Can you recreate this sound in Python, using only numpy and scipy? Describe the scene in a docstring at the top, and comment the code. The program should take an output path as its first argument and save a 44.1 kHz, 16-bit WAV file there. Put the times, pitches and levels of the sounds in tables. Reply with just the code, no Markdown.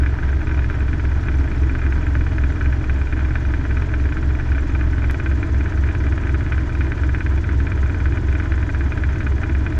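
"""Inside the cabin of a small piston helicopter: it lifts off, leaking-seal hiss growing over the first 1.4 s.
Engine harmonics throb against those of the two-blade rotor; tail rotor and gearbox add faint tones. Blade-
shaped noise makes boom, rush and hiss; struck modes make a rattle and panel thumps; chirps squeak. At 5.11 s
the scene changes to the climb with a click as the drone dips: new tone levels, deeper air chop."""
import sys
import numpy as np
from scipy import signal
from scipy.fft import rfft, irfft, next_fast_len
from scipy.io import wavfile
from scipy.ndimage import map_coordinates

SR = 44100
rng = np.random.default_rng(int(sys.argv[2]) if len(sys.argv) > 2 else 0)


def generate_wav(sig):
    """Save sig (samples, or channels by samples) to the path in sys.argv[1] as 16-bit PCM at SR."""
    pcm = np.round(np.clip(np.atleast_2d(sig).T, -1, 1) * 32767).astype(np.int16)
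    wavfile.write(sys.argv[1], SR, pcm)


N = 431738
JUMP_S = 5.1113  # lift-off before, climb after


def amp(db):
    """Decibels to gain."""
    return 10 ** (np.asarray(db) / 20)


def unit(x):
    """Scales to rms 1."""
    return x / np.sqrt(np.mean(x ** 2) + 1e-20)


def curve(points):
    """Joins (s, value) points by straight lines."""
    return np.interp(np.arange(N) / SR, *np.transpose(points))


def noise(spectrum):
    """Noise of rms 1 with the given (Hz, dB) outline, interpolated over log frequency."""
    hz, db = np.transpose(spectrum)
    size = next_fast_len(N, True)
    bins_hz = np.fft.rfftfreq(size, 1 / SR)
    gain = amp(np.interp(np.log(bins_hz + 1), np.log(hz), db))
    return unit(irfft(rfft(rng.standard_normal(size)) * gain, size)[:N])


def wander(per_s):
    """Smooth random motion of rms 1, with per_s random knots a second."""
    knots = rng.standard_normal(4096)
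    coarse = np.arange(0, N + 64, 64)
    motion = map_coordinates(knots, [coarse / SR * per_s], mode="wrap")
    return unit(np.interp(np.arange(N), coarse, motion))


def tones(turns, orders, climbing, smear_turns=None):
    """Complex whole harmonics of a shaft: phases lag by squared order if smeared, else scatter."""
    k, lift_db, climb_db = np.transpose(orders)
    if smear_turns is None:
        phases = rng.random(len(k))
    else:
        phases = smear_turns * (k - k[np.argmax(lift_db)]) ** 2
    angle = np.linspace(0, 1, 4097)  # one turn
    harmonics = np.sqrt(2) * np.exp(2j * np.pi * (np.outer(angle, np.round(k)) + phases))
    lift = np.interp(turns % 1, angle, harmonics @ amp(lift_db))
    climb = np.interp(turns % 1, angle, harmonics @ amp(climb_db))
    return np.where(climbing, climb, lift)


def swish(blades, depth, sharpness, lag):
    """A gain of rms 1 that swells once per blade, lag blade passes after it."""
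    return unit(1 + depth * np.exp(sharpness * (np.cos(2 * np.pi * (blades - lag)) - 1)))


def pass_times(blades, place):
    """Times (s) at which the rotor reaches the given places in blade passes; -1 if outside the scene."""
    return np.interp(place, blades, np.arange(N) / SR, left=-1, right=-1)


def add(mix, s, sound):
    """Mixes a sound in at s seconds, if that is within the scene."""
    if s >= 0:
        part = mix[round(s * SR):][:len(sound)]
        part += sound[:len(part)]


# governed engine speed, almost steady: (time [s], speed [four-stroke cycles/s])
ENGINE_SPEED = [(0, 21.87), (0.9, 21.89), (2.6, 21.83), (4.3, 21.79), (5.11, 21.81), (5.9, 21.93),
                (6.7, 22.0), (7.5, 22.02), (8.2, 22.0), (9.0, 21.93)]


def engine_cycles():
    """Running count of four-stroke cycles: the integral of engine speed."""
    return np.cumsum(curve(ENGINE_SPEED)) / SR


# blade passes per engine cycle; the drive belts slip a little more at lift-off
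GEARING_LIFT, GEARING_CLIMB = 0.7933, 0.7956
FIRST_PASS = 0.305  # blade passes still to go at the start


def blade_passes(cycles, climbing):
    """Rotor position geared to the engine; a blade passes at each whole number."""
    return np.where(climbing, GEARING_CLIMB, GEARING_LIFT) * cycles - FIRST_PASS


# engine harmonics: (multiple of engine cycle, sounded at nearest whole [1],
#   lift-off level re ENGINE_LEVEL [dB], climb level re ENGINE_LEVEL [dB])
ENGINE_ORDERS = [(1.01, -6.5, -10), (2.04, -10.5, -10), (3.005, 1, -0.3), (3.986, -6.5, -4),
                 (5, -13.5, -23.5), (5.998, -14.5, -19.5), (6.972, -22, -24.5), (7.987, -28, -25.5),
                 (8.98, -34, -33), (9.994, -30.5, -33), (11, -36, -37), (12, -21.5, -31), (13, -23.5, -30),
                 (13.92, -20.5, -22.5), (14.94, -27, -29.5), (16.14, -40, -30), (17, -32.5, -39.5),
                 (17.97, -37.5, -36), (19, -30, -40), (20, -42, -35.5), (22.1, -36, -37.5),
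                 (26.82, -40, -38.5), (34, -53, -56), (36.1, -40, -42.5), (41, -35, -36.5),
                 (44.33, -36, -35), (47, -53, -35.5), (48.6, -48.5, -40.5), (51, -36.5, -48.5)]
# base level of the engine orders: (time [s], level [dB])
ENGINE_LEVEL = [(0, -21.8), (1.1, -21.3), (2.0, -20.1), (3.0, -21.7), (4.3, -21.7), (5.05, -20),
                (5.15, -23), (5.85, -21), (6.9, -21.8), (8.3, -20.7), (9.3, -22.3)]
# rocking of the engine tones by the rotor: (multiple of one rotor turn [1], depth [1])
ROCKING = [(1, 0.11), (2, 0.12), (3, 0.06), (4, 0.05)]
CABIN_SMEAR_TURNS = 0.28  # phase lag per squared order away from the strongest: the cabin smears each pulse


def engine(cycles, blades, climbing):
    """Firing harmonics; rotor turns and blades rock level and phase, adding lines just above each."""
    rocking = 1 + sum(depth * np.exp(1j * np.pi * k * blades) for k, depth in ROCKING)
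    unsteady = cycles + 0.001 * wander(18)
    pulses = tones(unsteady, ENGINE_ORDERS, climbing, CABIN_SMEAR_TURNS)
    return (amp(curve(ENGINE_LEVEL)) * rocking * pulses).real


# rotor's fourth blade harmonic, which the cabin air favours: (time [s], level [dB])
THROB_LEVEL = [(0, -23.5), (0.5, -24), (0.87, -36), (1.27, -22.3), (2.15, -30), (2.55, -25.5), (3.1, -26.5),
               (3.55, -34.5), (4.0, -25.5), (4.5, -26), (5.05, -32), (5.2, -22.5), (5.8, -21.7),
               (6.4, -28.3), (7.55, -22.3), (8.5, -27.5), (9.4, -23.5)]
# rotor harmonics: (multiple of one rotor turn = two blade passes [1], lift-off level [dB], climb level [dB])
ROTOR_ORDERS = [(2, -35, -42), (3, -46, -44), (4, -49, -49), (7, -39, -48), (9, -38, -48.5), (10, -44, -47),
                (12, -39, -37.5), (14, -41, -37), (16, -45, -49.5), (17, -45, -52), (18, -51, -50.5),
                (19, -57, -53)]


def rotor(blades, climbing):
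    """Blade harmonics; the fourth beats about four times a second against the engine's third."""
    throb = np.sqrt(2) * amp(curve(THROB_LEVEL)) * np.exp(2j * np.pi * 4 * blades)
    harmonics = tones(blades / 2 + 0.0012 * wander(4.9), ROTOR_ORDERS, climbing)
    return (throb + harmonics).real


# tail rotor harmonics: (multiple of tail blade rate [1], lift-off level [dB], climb level [dB])
TAIL_ORDERS = [(1, -35.5, -33.5), (2, -46, -43), (3, -54, -44.5), (4, -54.5, -60.5)]
TAIL_PER_CYCLE = 5.085  # tail blade passes per engine cycle


def tail_rotor(cycles, climbing):
    """Faint tail blade harmonics geared to the engine, unsteady in phase."""
    return tones(TAIL_PER_CYCLE * cycles + 0.031 * wander(9.5), TAIL_ORDERS, climbing).real


# gear whines: (multiple of engine cycle [1], level [dB])
WHINES = [(154.3, -64), (463, -90)]


def gearbox(cycles):
    """Thin wavering whines locked to the engine."""
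    out = np.zeros(N)
    for k, db in WHINES:
        turns = k * cycles + 0.00041 * k * wander(35)
        out += np.sqrt(2) * amp(db) * np.cos(2 * np.pi * turns)
    return out


# cabin boom outline: (frequency [Hz], relative density [dB/Hz])
BOOM = [(15, -38.5), (30, -23), (45, -9.5), (70, -2), (138, -3.5), (170, -10.5), (205, -10.5), (250, -11.5),
        (268, -4), (328, -4), (348, -10), (420, -14), (500, -24.5), (560, -23), (900, -72)]
BOOM_LIFT_DB, BOOM_CLIMB_DB = -31, -30.5


def boom(blades, climbing):
    """Cabin boom: turbulence plus a wavering growl repeating each rotor turn, swelling with each blade."""
    growl_share = 0.4
    k = np.arange(13, 60)
    turn_hz = (blades[-1] - blades[0]) / 2 * SR / N
    db = np.interp(k * turn_hz, *np.transpose(BOOM))
    growl = tones(blades / 2 + 0.0013 * wander(7), np.c_[k, db, db], climbing).real
    turbulence = np.sqrt(1 - growl_share) * noise(BOOM)
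    buffet = unit(turbulence + np.sqrt(growl_share / 2) * unit(growl))
    chop = swish(blades, depth=np.where(climbing, .5, .2), sharpness=1.1, lag=0.18)
    return amp(np.where(climbing, BOOM_CLIMB_DB, BOOM_LIFT_DB)) * buffet * chop


# canopy rush outline: (frequency [Hz], relative density [dB/Hz])
RUSH = [(300, -31), (530, -11), (630, 3.5), (705, -3.5), (900, -4.5), (990, -0.5), (1120, -9.5),
        (1270, -2.5), (1520, -2), (1900, -4), (2220, -11), (2420, -13), (2650, -20.5), (3400, -18.5),
        (4200, -59.5)]


def rush(blades):
    """Air rushing over the canopy, chopped by the blades, its level fluttering."""
    chop = swish(blades, depth=0.31, sharpness=0.52, lag=0.099)
    return amp(-40) * noise(RUSH) * chop * amp(1.53 * wander(70))


# air hiss outline: (frequency [Hz], relative density [dB/Hz])
HISS = [(1500, -5), (2900, 6.5), (3350, 0), (3520, -2.5), (3680, 4.5), (3900, 2), (5200, 0.5), (6500, -4.5),
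        (8500, -16), (10500, -18), (12000, -29), (13500, -39.5)]


def hiss(blades, climbing):
    """Air hiss in sharp blade pulses, its level fluttering."""
    chop = swish(blades, depth=np.where(climbing, .25, .2), sharpness=6.5, lag=0.078)
    return amp(-53.5) * noise(HISS) * chop * amp(.7 * wander(45))


# leaking seal outline: (frequency [Hz], relative density [dB/Hz])
LEAK = [(4000, -10), (5400, -9), (5950, 1.5), (6400, 0), (7100, -2.5), (7800, -8), (8500, -14.5),
        (9700, -21), (11500, -37.5), (13500, -50.5)]
LEAK_HOVER_DB, LEAK_FLIGHT_DB, LEAK_RISE_S = -69, -62.5, 1.4


def leaking_seal(blades, climbing):
    """Seal hiss grows as the helicopter gathers speed; forward speed deepens the blade chop."""
    chop = swish(blades, depth=np.where(climbing, 2.2, .7), sharpness=2.5, lag=0.73)
    level_db = curve([(0, LEAK_HOVER_DB), (LEAK_RISE_S, LEAK_FLIGHT_DB)]) + 0.72 * wander(25)
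    return amp(level_db) * noise(LEAK) * chop


# clear knocks of the loose fitting: (time [s], strength before the rattle's gain [dB])
KNOCKS = [(0.0346, -21.5), (0.0615, -17), (0.124, -27), (0.187, -21), (0.233, -22.5), (0.2908, -23),
          (0.3296, -24.5), (0.4154, -24), (0.4704, -22), (0.4922, -24), (0.5125, -21.5), (0.5444, -23),
          (0.5754, -25.2), (0.5918, -20), (0.6436, -22.5), (0.6994, -17.5), (0.741, -25.5), (0.7602, -27),
          (0.805, -23), (0.8813, -26), (0.93, -21.5), (0.996, -23), (1.052, -23.5), (1.2362, -25.5),
          (1.2633, -28), (1.2847, -17), (1.3413, -26.5), (1.4758, -26), (1.5144, -22.5), (1.695, -21.5),
          (1.751, -19.5), (1.792, -26), (1.816, -22.5), (1.8388, -25), (1.8638, -20.5), (1.9241, -19.0),
          (1.979, -26.5), (2.027, -25), (2.0666, -21), (2.1522, -16), (2.2088, -23.5), (2.266, -21),
          (2.319, -26.5), (2.3823, -18.3), (2.437, -20.5), (2.502, -26), (2.559, -28), (2.6099, -17),
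          (2.658, -21), (2.7255, -21), (2.8095, -29), (2.841, -23.5), (2.8959, -18), (3.0141, -22.5),
          (3.0708, -25), (3.1253, -19.5), (3.167, -25), (3.192, -22), (3.207, -24.5), (3.2492, -24.5),
          (3.3069, -25), (3.355, -16), (3.4507, -23), (3.4873, -27), (3.506, -29), (3.5378, -18),
          (3.652, -21), (3.7093, -20.5), (3.769, -20), (3.8206, -21), (3.8932, -26.5), (3.939, -19),
          (3.9986, -25), (4.0548, -23.5), (4.123, -19.5), (4.169, -19), (4.2276, -25.5), (4.3503, -24),
          (4.3976, -19), (4.5188, -20.5), (4.548, -24.5), (4.581, -19.5), (4.6304, -31), (4.6949, -25.5),
          (4.7497, -20.5), (4.792, -29), (4.8098, -20.5), (4.9332, -24), (4.9814, -21.5), (5.0199, -24),
          (5.042, -20), (5.0973, -17.5), (5.144, -20.5), (5.1988, -19.5), (5.2605, -17), (5.314, -22),
          (5.4288, -18.5), (5.5447, -25), (5.608, -21), (5.659, -20), (5.722, -23), (5.7747, -23.3),
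          (5.8373, -21.5), (5.8733, -26), (5.8879, -20.5), (5.91, -25), (5.95, -20), (6.003, -27),
          (6.039, -25), (6.0662, -22), (6.123, -22), (6.1782, -22.0), (6.2352, -25), (6.2698, -21.5),
          (6.2932, -21.4), (6.344, -18.5), (6.4072, -23.5), (6.4633, -23), (6.5216, -15), (6.544, -26),
          (6.5798, -20), (6.6933, -24), (6.751, -22), (6.808, -17.5), (6.8675, -27), (6.9191, -17),
          (6.9793, -24.5), (7.0344, -18), (7.091, -21), (7.1468, -17), (7.206, -17.5), (7.2629, -19),
          (7.3764, -25), (7.441, -22.5), (7.4907, -19), (7.602, -21), (7.6682, -20), (7.7182, -18.5),
          (7.7762, -23.5), (7.8293, -22.4), (7.86, -25), (7.8962, -20.5), (7.945, -24), (8.002, -24.5),
          (8.0563, -19), (8.123, -23.5), (8.1721, -20.5), (8.2841, -22.5), (8.3262, -22.5), (8.3517, -20),
          (8.3992, -18.5), (8.457, -22.5), (8.5198, -18.5), (8.5781, -24), (8.6274, -21.7), (8.6919, -19.5),
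          (8.7469, -19), (8.808, -19.6), (8.9203, -18.5), (8.976, -20.5), (9.0363, -16.5), (9.09, -24),
          (9.1573, -23.5), (9.2054, -19.5), (9.266, -18.5), (9.3204, -24), (9.3813, -25.5), (9.4335, -17.5),
          (9.4953, -22.4), (9.5498, -21), (9.576, -32), (9.6639, -17), (9.724, -24.5)]
KNOCK_LAG_PASSES, KNOCK_JITTER_PASSES = 0.05, 0.032
LIGHT_DB, STRAY_DB, KNOCK_SPREAD_DB = -31.5, -30.5, 2.5  # before the rattle's gain
STRAYS_LIFT, STRAYS_CLIMB = 0.65, 0.36  # share of the gaps between blades that get a stray


def knocks(blades, climbing):
    """Times and strengths: clear knocks, a light one per remaining blade, faint strays in between."""
    t = np.arange(N) / SR
    passes = np.arange(int(blades[-1]) + 1)
    late, force, stray_force = np.clip(rng.standard_normal((len(passes), 3)), -2, 2).T
    place, chance = rng.random((len(passes), 2)).T
    clear_s, clear_db = np.transpose(KNOCKS)
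    light_s = np.interp(passes + KNOCK_LAG_PASSES + KNOCK_JITTER_PASSES * late, blades, t)
    free = ~np.isin(passes, np.round(np.interp(clear_s, t, blades)))  # a clear knock takes its blade's turn
    light = free * amp(LIGHT_DB + KNOCK_SPREAD_DB * force)
    stray_s = np.interp(passes + KNOCK_LAG_PASSES + 0.25 + 0.5 * place, blades, t)
    stray_share = np.where(np.interp(stray_s, t, climbing) > .5, STRAYS_CLIMB, STRAYS_LIFT)
    stray = (chance < stray_share) * amp(STRAY_DB + KNOCK_SPREAD_DB * stray_force)
    return np.r_[clear_s, light_s, stray_s], np.r_[amp(clear_db), light, stray]


def burst(t, band_hz, fall_s, order):
    """A crowd of short-lived modes in one band, rms 1: decaying noise, band-passed."""
    kick = rng.standard_normal(len(t)) * np.exp(-t / fall_s)
    return unit(signal.sosfilt(signal.butter(order, band_hz, "bandpass", fs=SR, output="sos"), kick))


# fitting modes: (centre frequency [Hz], relative level [dB], t60 [s])
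FITTING = [(630, -13, 0.045), (950, -11, 0.012), (1341, -11.5, 0.024), (1543, 5.5, 0.024), (1677, 0, 0.026),
           (1937, -12.5, 0.024), (2404, -0.5, 0.031), (2920, -14, 0.05), (3200, -3.5, 0.0046)]
CLACK_HZ, TICK_HZ = (1247, 2416), (2880, 3780)
CLACK_S, TICK_S = 0.003, 0.0025  # decay
CLACK_DB, TICK_DB = -7.5, -25  # re the modes


def ring(contact_s, soft_hz, spread_db, detune=.018):
    """One blow of energy 1: modes weighted and shifted by how it sits, a dense clack, a bright tick."""
    t = np.arange(2048) / SR
    weights, shifts = rng.uniform(-1, 1, (2, len(FITTING)))
    modes = np.zeros(len(t))
    for (hz, db, t60_s), weight, shift in zip(FITTING, weights, shifts):
        decay = np.exp(-np.log(1000) * t / t60_s)
        modes += amp(db + spread_db * weight) * decay * np.sin(2 * np.pi * hz * (1 + detune * shift) * t)
    dull = signal.sosfilt(signal.butter(5, soft_hz, fs=SR, output="sos"), modes)
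    clack = amp(CLACK_DB) * burst(t, CLACK_HZ, CLACK_S, order=6)
    tick = amp(TICK_DB) * burst(t, TICK_HZ, TICK_S, order=3)
    blow = unit(dull) + clack + tick
    blow *= 1 - np.exp(-(t / contact_s) ** 2)  # the contact takes a moment to build
    return blow / np.linalg.norm(blow)


KNOCK_GAIN_DB = 16
CHATTER_DB, CHATTER_SPREAD_DB, CHATTER_PER_S = -21.5, 1.5, 150
BOUNCE, BOUNCE_S = 0.33, 0.0044  # mean size re the knock, mean delay
SKITTER, SKITTER_S = 0.18, 0.012
SPOTS = 16


def rattle(cycles, s, force):
    """The fitting knocks, bounces once, skitters to rest, and chatters lightly with each crank turn."""
    shake = 1 + np.cos(2 * np.pi * 2 * cycles)  # two crank turns per cycle
    chatter_db = CHATTER_DB + CHATTER_SPREAD_DB * np.clip(rng.standard_normal(N), -2, 2)
    blows = (rng.random(N) < shake * CHATTER_PER_S / SR) * amp(chatter_db)
    late, strength, *touches = rng.uniform(-1, 1, size=(len(s), 6)).T
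    contacts = [(s, 1), (s + BOUNCE_S * (1 + 0.13 * late), BOUNCE * (1 + .5 * strength))]
    for u in touches:  # later touches are lighter
        contacts.append((s + SKITTER_S * (1 + 0.62 * u), SKITTER * (1 - 0.7 * u)))
    for when, size in contacts:
        index = np.clip(np.round(when * SR).astype(int), 0, N - 1)
        np.add.at(blows, index, size * force * amp(KNOCK_GAIN_DB))
    spot = rng.integers(0, SPOTS, N)  # each blow lands on one of a few spots
    out = np.zeros(N)
    for k in range(SPOTS):
        sound = ring(contact_s=0.00043, soft_hz=2504, spread_db=4.5)
        out += signal.oaconvolve(blows * (spot == k), sound)[:N]
    return out


# cabin panel modes: (frequency [Hz], t60 [s], lift-off level [dB], climb level [dB]); levels before the rise
PANELS = [(136, 0.09, -36, -33), (368, 0.054, -52.5, -33), (646, 0.03, -47.5, -43.5)]


def thumps(blades, lag_passes=0.018, jitter_passes=0.0096, rise_s=0.0048, spread_db=1.5):
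    """The pressure pulse of each blade sets the cabin's panels ringing briefly."""
    passes = np.arange(int(blades[-1]) + 1)
    late, *forces = np.clip(rng.standard_normal((len(passes), 1 + len(PANELS))), -2, 2).T
    times_s = pass_times(blades, passes + lag_passes + jitter_passes * late)
    t, out = np.arange(8192) / SR, np.zeros(N)
    for (hz, t60_s, lift_db, climb_db), force in zip(PANELS, forces):
        envelope = (1 - np.exp(-t / rise_s)) * np.exp(-np.log(1000) * t / t60_s)
        mode = envelope * np.sin(2 * np.pi * hz * t)
        for s, f in zip(times_s, force):
            db = climb_db if s > JUMP_S else lift_db
            add(out, s, amp(db + spread_db * f) * mode)
    return out


# squeaks of a tight joint: (place in the rotor turn [blade passes], centre frequency [Hz],
#   lift-off peak [dB], climb peak [dB])
SQUEAKS = [(0.24, 5420, -60, -73.5), (0.76, 6850, -58, -65.5), (0.81, 5500, -58, -66),
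           (1.25, 6000, -56.5, -75), (1.52, 7300, -58.5, -62), (1.83, 6000, -59, -60.5)]


def squeaks(blades, width_s=0.0035, jitter_passes=0.03, detune=0.015, glide_hz_per_s=-18000, rasp=0.12,
            spread_db=3):
    """Tiny rough falling chirps, each coming back at its own place in the rotor's turn."""
    turns = np.arange(0, int(blades[-1]) + 1, 2)
    t, out = np.arange(-1024, 1024) / SR, np.zeros(N)
    envelope = np.exp(-.5 * (t / width_s) ** 2)
    for place, hz, lift_db, climb_db in SQUEAKS:
        late, shift, force = np.clip(rng.standard_normal((3, len(turns))), -2, 2)
        slips = np.cumsum(rasp * rng.standard_normal((len(turns), len(t))), axis=1)  # rough phase
        times_s = pass_times(blades, turns + place + jitter_passes * late)
        for s, u, f, slip in zip(times_s, shift, force, slips):
            pitch_hz = hz * (1 + detune * u) + glide_hz_per_s * t
            chirp = np.sin(2 * np.pi * np.cumsum(pitch_hz) / SR + slip)
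            db = climb_db if s > JUMP_S else lift_db
            add(out, s + t[0], amp(db + spread_db * f) * envelope * chirp)
    return out


def click(db=-15, fall_s=0.001):
    """A single sharp step, decaying exponentially, where the drone jumps."""
    age_s = np.arange(N) / SR - JUMP_S
    return amp(db) * (age_s >= 0) * np.exp(-abs(age_s) / fall_s)


def scene():
    """All sources in the cabin, one channel; the engine drives both rotors."""
    t = np.arange(N) / SR
    climbing = t >= JUMP_S
    cycles = engine_cycles()
    blades = blade_passes(cycles, climbing)
    dip = 1 - np.exp(-abs(t - JUMP_S) / 0.0013)  # the drone drops out for an instant at the jump
    drone = dip * (engine(cycles, blades, climbing) + rotor(blades, climbing) + tail_rotor(cycles, climbing))
    air = boom(blades, climbing) + rush(blades) + hiss(blades, climbing) + leaking_seal(blades, climbing)
    cabin = rattle(cycles, *knocks(blades, climbing)) + thumps(blades) + squeaks(blades)
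    return (drone + gearbox(cycles) + air + cabin + click())[None]


def record(dry):
    """Linear-phase low-pass at 14 kHz."""
    low_pass = signal.firwin(511, 14000, window=("kaiser", 9), fs=SR)
    return signal.oaconvolve(dry, low_pass[None], "same")


dry = scene()
out = record(dry)
generate_wav(out)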